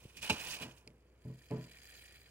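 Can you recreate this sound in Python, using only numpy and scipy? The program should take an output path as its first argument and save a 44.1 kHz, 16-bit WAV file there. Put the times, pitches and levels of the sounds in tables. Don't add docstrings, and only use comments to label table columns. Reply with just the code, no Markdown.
import sys
import numpy as np
from scipy import signal
from scipy.fft import rfft, irfft
from scipy.io import wavfile

SR = 44100
rng = np.random.default_rng(int(sys.argv[2]) if len(sys.argv) > 2 else 0)


def generate_wav(sig):
    pcm = np.round(np.clip(np.atleast_2d(sig).T, -1, 1) * 32767).astype(np.int16)
    wavfile.write(sys.argv[1], SR, pcm)


N = 101430
T = np.arange(N) / SR

# t/s, level/dB
SCRAPE_LEVEL = [(0, -62.5), (.135, -63.5), (.164, -58.5), (.172, -47), (.212, -58), (.233, -38.5),
                (.258, -42), (.288, -43.5), (.32, -39), (.365, -45.5), (.42, -42.5), (.535, -40),
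                (.587, -51.5), (.628, -40.5), (.65, -49), (.685, -58.5), (.72, -56), (.74, -66.5),
                (.78, -64.5), (.84, -78.5), (1.05, -85.5)]
# t/s, level/dB
RUSTLE_LEVEL = [(1.0, -83), (1.19, -82), (1.25, -69.5), (1.36, -70), (1.39, -65), (1.47, -64.5),
                (1.52, -62), (1.7, -60.5), (1.96, -57.5), (2.03, -58), (2.3, -63)]
# t/s, level/dB
DRAG_LEVEL = [(0, -75.5), (.222, -71.5), (.232, -50), (.28, -58), (.35, -49.5), (.42, -56), (.55, -56),
              (.585, -61), (.63, -51.5), (.7, -63.5), (.76, -72), (.9, -80.5), (1.0, -86.5)]
# t/s, gain/dB
SCRAPE_TREBLE = [(0, 3.5), (.24, -1), (.37, -2.5), (.415, 1), (.55, 0), (.7, -4), (.78, 5)]
RUSTLE_TREBLE = [(1.3, 1.5), (1.52, -1.5), (1.7, -1), (1.85, 2.5), (2.3, -2)]
REGISTERS_HZ = [2144, 4190, 7470, 12400]
# f/Hz, level/dB
DRAG_COLOUR = [(40, -23), (110, -5), (300, -6.5), (520, -3.5), (780, -1), (1000, 1), (1280, -6.5),
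               (1550, -2), (2200, -12.5), (4000, -33.5)]
SCRAPE_COLOUR = [(100, -19.5), (600, -15), (1200, -17), (1700, -9), (2200, -6.5), (2480, 5.5), (2700, -0.5),
                 (2900, 1.5), (3400, -5), (4000, -7), (5200, -6), (7000, -8), (11000, -10.5), (13000, -19),
                 (15500, -13.5)]
RUSTLE_COLOUR = [(300, -14.5), (650, -4.5), (1150, -12.5), (1600, -5.5), (1830, 1), (2100, -5.5), (2370, 4),
                 (2750, -6), (3200, 2), (3700, -7), (4050, -1), (5200, -9.5), (6100, -8.5), (7000, -2),
                 (7900, -8.5), (8600, -4), (9400, -12), (10600, -5), (11900, -14), (13600, -8),
                 (15500, -11)]
FLOP_COLOUR = [(150, -15), (600, -6.5), (860, 3), (1200, -9), (1500, -2), (1900, -19.5), (2500, 6),
               (2950, 6.5), (3400, -7.5), (4000, -8), (4500, -8), (7000, -10), (10500, -15.5), (15000, -28)]
TICK_COLOUR = [(300, -25), (1400, -21.5), (2250, 4.5), (3000, -5), (3800, -9), (5000, 0), (6000, -15),
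               (7400, -9.5), (11000, -14), (15500, -34)]
RATTLE_COLOUR = [(50, -35.5), (110, -4.5), (230, 0.5), (340, -5.5), (480, -7.5), (640, -6.5), (800, -18),
                 (1000, -15.5), (1500, -25.5), (2700, -28.5), (5000, -54.5)]
ROOM_COLOUR = [(20, -26.5), (45, -11.5), (95, 5), (200, -8.5), (480, -4), (800, -17.5), (2300, -20),
               (5000, -38), (15500, -46.5)]
# f/Hz, left minus right/dB
SCRAPE_LEFT = [(150, 3), (400, -5.5), (800, -6), (2000, -4), (3300, -1.8), (4000, -4), (5000, -5),
               (6000, -10), (8000, -13.5), (15000, -20.5)]
RUSTLE_LEFT = [(300, -10), (900, -11.5), (1500, 4.5), (3300, -1.5), (3900, -14), (4800, 10), (6000, -15),
               (9000, -12), (12500, -19), (15500, -24.5)]
ROOM_LEFT = [(100, 1), (3000, -2), (12000, -3.5)]
BASKET_LEFT = [(150, 0), (350, -.5), (600, -3), (1200, -1), (3000, -1)]
# f/Hz, likeness/0-1
LIKENESS = [(100, 1), (300, .98), (700, 0.68), (1400, 0.59), (3200, 1), (5000, 0.08), (15000, 0)]
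# delay/s, level/dB
WALL_ECHOES = [(.00168, -22), (.00275, -16), (.0042, -17), (.0069, -16)]
# t/s, level/dB, hold/s, decay/s
CRUNCHES = [(0.172, -45, 0.001, 0.0019), (0.218, -46.5, .006, .004), (0.227, -45, .005, .004),
            (0.409, -42, 0.004, 0.0059), (0.429, -46, 0.0012, .002), (0.544, -44.5, 0.0034, .003),
            (0.629, -46, 0.002, .003)]
# t/s, level/dB
TICKS = [(0.8754, -41.5), (0.903, -63), (1.5103, -47.5), (1.642, -49), (1.6955, -59), (1.7345, -56),
         (1.7867, -51.5), (1.82, -57), (1.8655, -61), (1.961, -61)]
# f/Hz, relative level/dB, t60/s
BASKET_MODES = [(129.8, -0.5, 0.28), (167.5, -3, 0.23), (224.5, -6.5, 0.29), (248.6, -4.5, 0.27),
                (329.7, -7.5, 0.35), (434.8, 0, 0.18), (492, -6, 0.12), (587, -2, 0.13), (635, -6.5, .13),
                (874, -6.5, .14), (992, -10, 0.4), (1000, -21.5, 0.26)]
# (dB/s, sign ignored)
KNOCKS = [(0.0169, -58.5, 220, -63.5, 4), (.164, -57, 200, -68, 0), (.3035, -32.5, 1280, -48.5, 230),
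          (0.608, -45, 654, -56.5, 80), (0.6511, -42, 298, -58, 80), (0.866, -54, 603, -63.5, 1),
          (1.2497, -35, 170, -66, -1), (1.273, -43, 182, -66, -1), (1.296, -41.5, 220, -62.5, 38),
          (1.506, -38, 660, -48.5, 3), (1.5131, -35, 550, -47.5, 0), (1.5359, -41.5, 540, -53, 0),
          (1.5727, -38, 220, -60.5, 2), (1.655, -55, 280, -65, 0)]
# t/s, peak/dB, width/s
BUMPS = [(0.0543, -44.5, 0.00067), (0.0584, -43, 0.0021), (0.213, -53, 0.0025), (0.3111, -35, 0.0015),
         (0.8745, -67, 0.00053)]
# f/Hz, level/dB, t60/s
RIM_MODES = [(205, -33.5, 0.12), (860.7, -34.5, 0.15), (1072, -42, 0.12), (2320, -39.5, .14),
             (2410, -46, 0.29), (2474, -28, 0.091), (2670, -40, 0.046), (2930, -44.5, 0.12),
             (3880, -42, 0.093), (3994, -35.5, .12)]

TREBLE_HZ, EDGE_HZ, BODY_CUT_HZ = 6000, 15900, 82
NARROW_SNAPS = 1.5
PORT_DELAY_S = 0.000091
TICK_DECAY_S, RING_RISE_S = 0.0021, 0.0013
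RATTLE_DECAY_S, RATTLE_RISE_S = 0.042, 0.0037
FLOP_S = .299
FLOP_THUMP_HZ, FLOP_THUMP_DB, FLOP_THUMP_S = 78.5, -40.5, 0.012
ROOM_DB, HUM_HZ, HUM_DB = -69, 59.2, -68
BASKET_DRAG_DB = -17.5


def amp(db):
    return 10 ** (np.asarray(db) / 20)


def unit(x):
    return x / np.sqrt(np.mean(x ** 2) + 1e-20)


def level_curve(points):
    return amp(np.interp(T, *np.transpose(points)))


def read(points, hz):
    f, value = np.transpose(points)
    return np.interp(np.log(hz + 1), np.log(f + 1), value)


def add(mix, s, sound):
    part = mix[round(s * SR):][:len(sound)]
    part += sound[:len(part)]


def high_pass(hz):
    return signal.butter(2, hz, "high", fs=SR, output="sos")


def colour(x, points, size=4096):
    log_gain = np.log(amp(read(points, abs(np.fft.fftfreq(size, 1 / SR)))))
    spectrum = np.exp(np.conj(signal.hilbert(log_gain)))
    impulse = np.fft.ifft(spectrum).real[:size // 2]
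    return signal.fftconvolve(x, impulse / np.linalg.norm(impulse))[:N]


def ports(direct, scattered, left_db):
    hz = np.fft.rfftfreq(N, 1 / SR)
    left = rfft(direct) * np.exp(-2j * np.pi * hz * PORT_DELAY_S)
    if scattered is not None:
        same = np.clip(read(LIKENESS, hz), 0, 1)
        left = same * left + np.sqrt(1 - same ** 2) * rfft(scattered)
    left *= amp(read(left_db, hz))
    return np.array([irfft(left, N), direct])


def burst(envelope, spectrum, left_db):
    direct = colour(envelope * rng.standard_normal(N), spectrum)
    scattered = colour(envelope * rng.standard_normal(N), spectrum)
    return ports(direct, scattered, left_db)


def hold_decay(t, rise_s, hold_s, decay_s):
    return np.minimum(t / rise_s, 1) * np.exp(-np.maximum(t - hold_s, 0) / decay_s)


def ring(modes):
    t = T[:SR // 2]
    return sum(amp(db - 60 * t / t60) * np.cos(2 * np.pi * hz * t) for hz, db, t60 in modes)


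def kitchen():
    hum = amp(HUM_DB) * np.sqrt(2) * np.sin(2 * np.pi * HUM_HZ * T)
    return burst(amp(ROOM_DB), ROOM_COLOUR, ROOM_LEFT) + hum


def snap_power(per_s, spread_db, grain_s):
    size_db = spread_db * np.minimum(rng.exponential(1, N), 2)
    sizes = (rng.random(N) < per_s / SR) * amp(size_db)
    power = signal.lfilter([1], [1, -np.exp(-2 / (grain_s * SR))], sizes ** 2)
    return power / power.mean()


def crumbs(level, spectrum, left_db, per_s, spread_db, grain_s, hiss):
    register = np.searchsorted(REGISTERS_HZ, np.fft.rfftfreq(N, 1 / SR))
    wide = snap_power(per_s, spread_db, grain_s)
    drive = np.zeros((2, N))
    for k in range(len(REGISTERS_HZ) + 1):
        narrow = NARROW_SNAPS * snap_power(per_s, spread_db, grain_s)
        grain = unit(np.sqrt(wide + narrow + hiss ** 2))
        noise = rng.standard_normal((2, N))
        drive += grain * irfft(rfft(noise) * (register == k), N)
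    drive *= level_curve(level)
    direct, scattered = [colour(x, spectrum) for x in drive]
    return ports(direct, scattered, left_db)


def brighten(x, treble):
    high = signal.sosfiltfilt(high_pass(TREBLE_HZ), x)
    return x + high * (level_curve(treble) - 1)


def walls(x):
    hz = np.fft.rfftfreq(2 * N, 1 / SR)
    echoes = 1 + sum(amp(db) * np.exp(-2j * np.pi * hz * s) for s, db in WALL_ECHOES)
    echoes /= np.sqrt(np.mean(abs(echoes) ** 2))
    return irfft(rfft(x, 2 * N) * echoes)[:, :N]


def drag():
    rub = burst(level_curve(DRAG_LEVEL), DRAG_COLOUR, BASKET_LEFT)
    modes = ring(BASKET_MODES)
    modes /= np.linalg.norm(modes)
    rung = signal.fftconvolve(rub, modes[None], axes=1)[:, :N]
    return rub + amp(BASKET_DRAG_DB) * rung


def basket():
    body, shake, t = np.zeros(N), np.zeros(N), T[:SR // 2]
    modes = ring(BASKET_MODES) * (1 - np.exp(-t / RING_RISE_S))
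    modes = signal.sosfilt(high_pass(BODY_CUT_HZ), modes)
    for s, db, low_pass_hz, rattle_db, damping in KNOCKS:
        r = np.exp(-2 * np.pi * low_pass_hz / SR)
        knock = signal.lfilter([(1 - r) ** 2], [1, -2 * r, r * r], modes)
        add(body, s, amp(db - abs(damping) * t) * knock)
        add(shake, s, amp(rattle_db) * hold_decay(t, RATTLE_RISE_S, 0, RATTLE_DECAY_S))
    for s, db, width in BUMPS:
        u = (T - s) / width
        body -= amp(db) * (1 - u ** 2) * np.exp(-u ** 2 / 2)
    swell = t / FLOP_THUMP_S * np.exp(1 - t / FLOP_THUMP_S)
    add(body, FLOP_S, amp(FLOP_THUMP_DB) * swell * np.sin(2 * np.pi * FLOP_THUMP_HZ * t))
    return ports(body, None, BASKET_LEFT) + burst(shake, RATTLE_COLOUR, BASKET_LEFT)


def crunches(rise_s=0.00066):
    envelope, t = np.zeros(N), T[:SR // 4]
    for s, db, hold_s, decay_s in CRUNCHES:
        add(envelope, s, amp(db) * hold_decay(t, rise_s, hold_s, decay_s))
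    return burst(envelope, SCRAPE_COLOUR, SCRAPE_LEFT)


def flop(start_s=.2965, db=-24, rise_s=.001, hold_s=0.0067, decay_s=.007):
    crush = amp(db) * hold_decay(np.maximum(T - start_s, 0), rise_s, hold_s, decay_s)
    rim = np.zeros(N)
    add(rim, FLOP_S, ring(RIM_MODES))
    return burst(crush, FLOP_COLOUR, SCRAPE_LEFT) + ports(rim, None, SCRAPE_LEFT)


def ticks():
    envelope = np.zeros(N)
    for s, db in TICKS:
        add(envelope, s, amp(db) * np.exp(-T[:SR // 10] / TICK_DECAY_S))
    return burst(envelope, TICK_COLOUR, SCRAPE_LEFT)


def scene():
    scrape = crumbs(SCRAPE_LEVEL, SCRAPE_COLOUR, SCRAPE_LEFT,
                    per_s=330, spread_db=7, grain_s=0.0039, hiss=0.87)
    rustle = crumbs(RUSTLE_LEVEL, RUSTLE_COLOUR, RUSTLE_LEFT,
                    per_s=220, spread_db=7, grain_s=0.0039, hiss=0.61)
    crust = brighten(scrape, SCRAPE_TREBLE) + brighten(rustle, RUSTLE_TREBLE) + crunches()
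    return walls(crust) + drag() + flop() + ticks() + basket() + kitchen()


def record(dry):
    low_pass = signal.firwin(511, EDGE_HZ, window=("kaiser", 9), fs=SR)
    return signal.oaconvolve(dry, low_pass[None], "same")


dry = scene()
out = record(dry)
generate_wav(out)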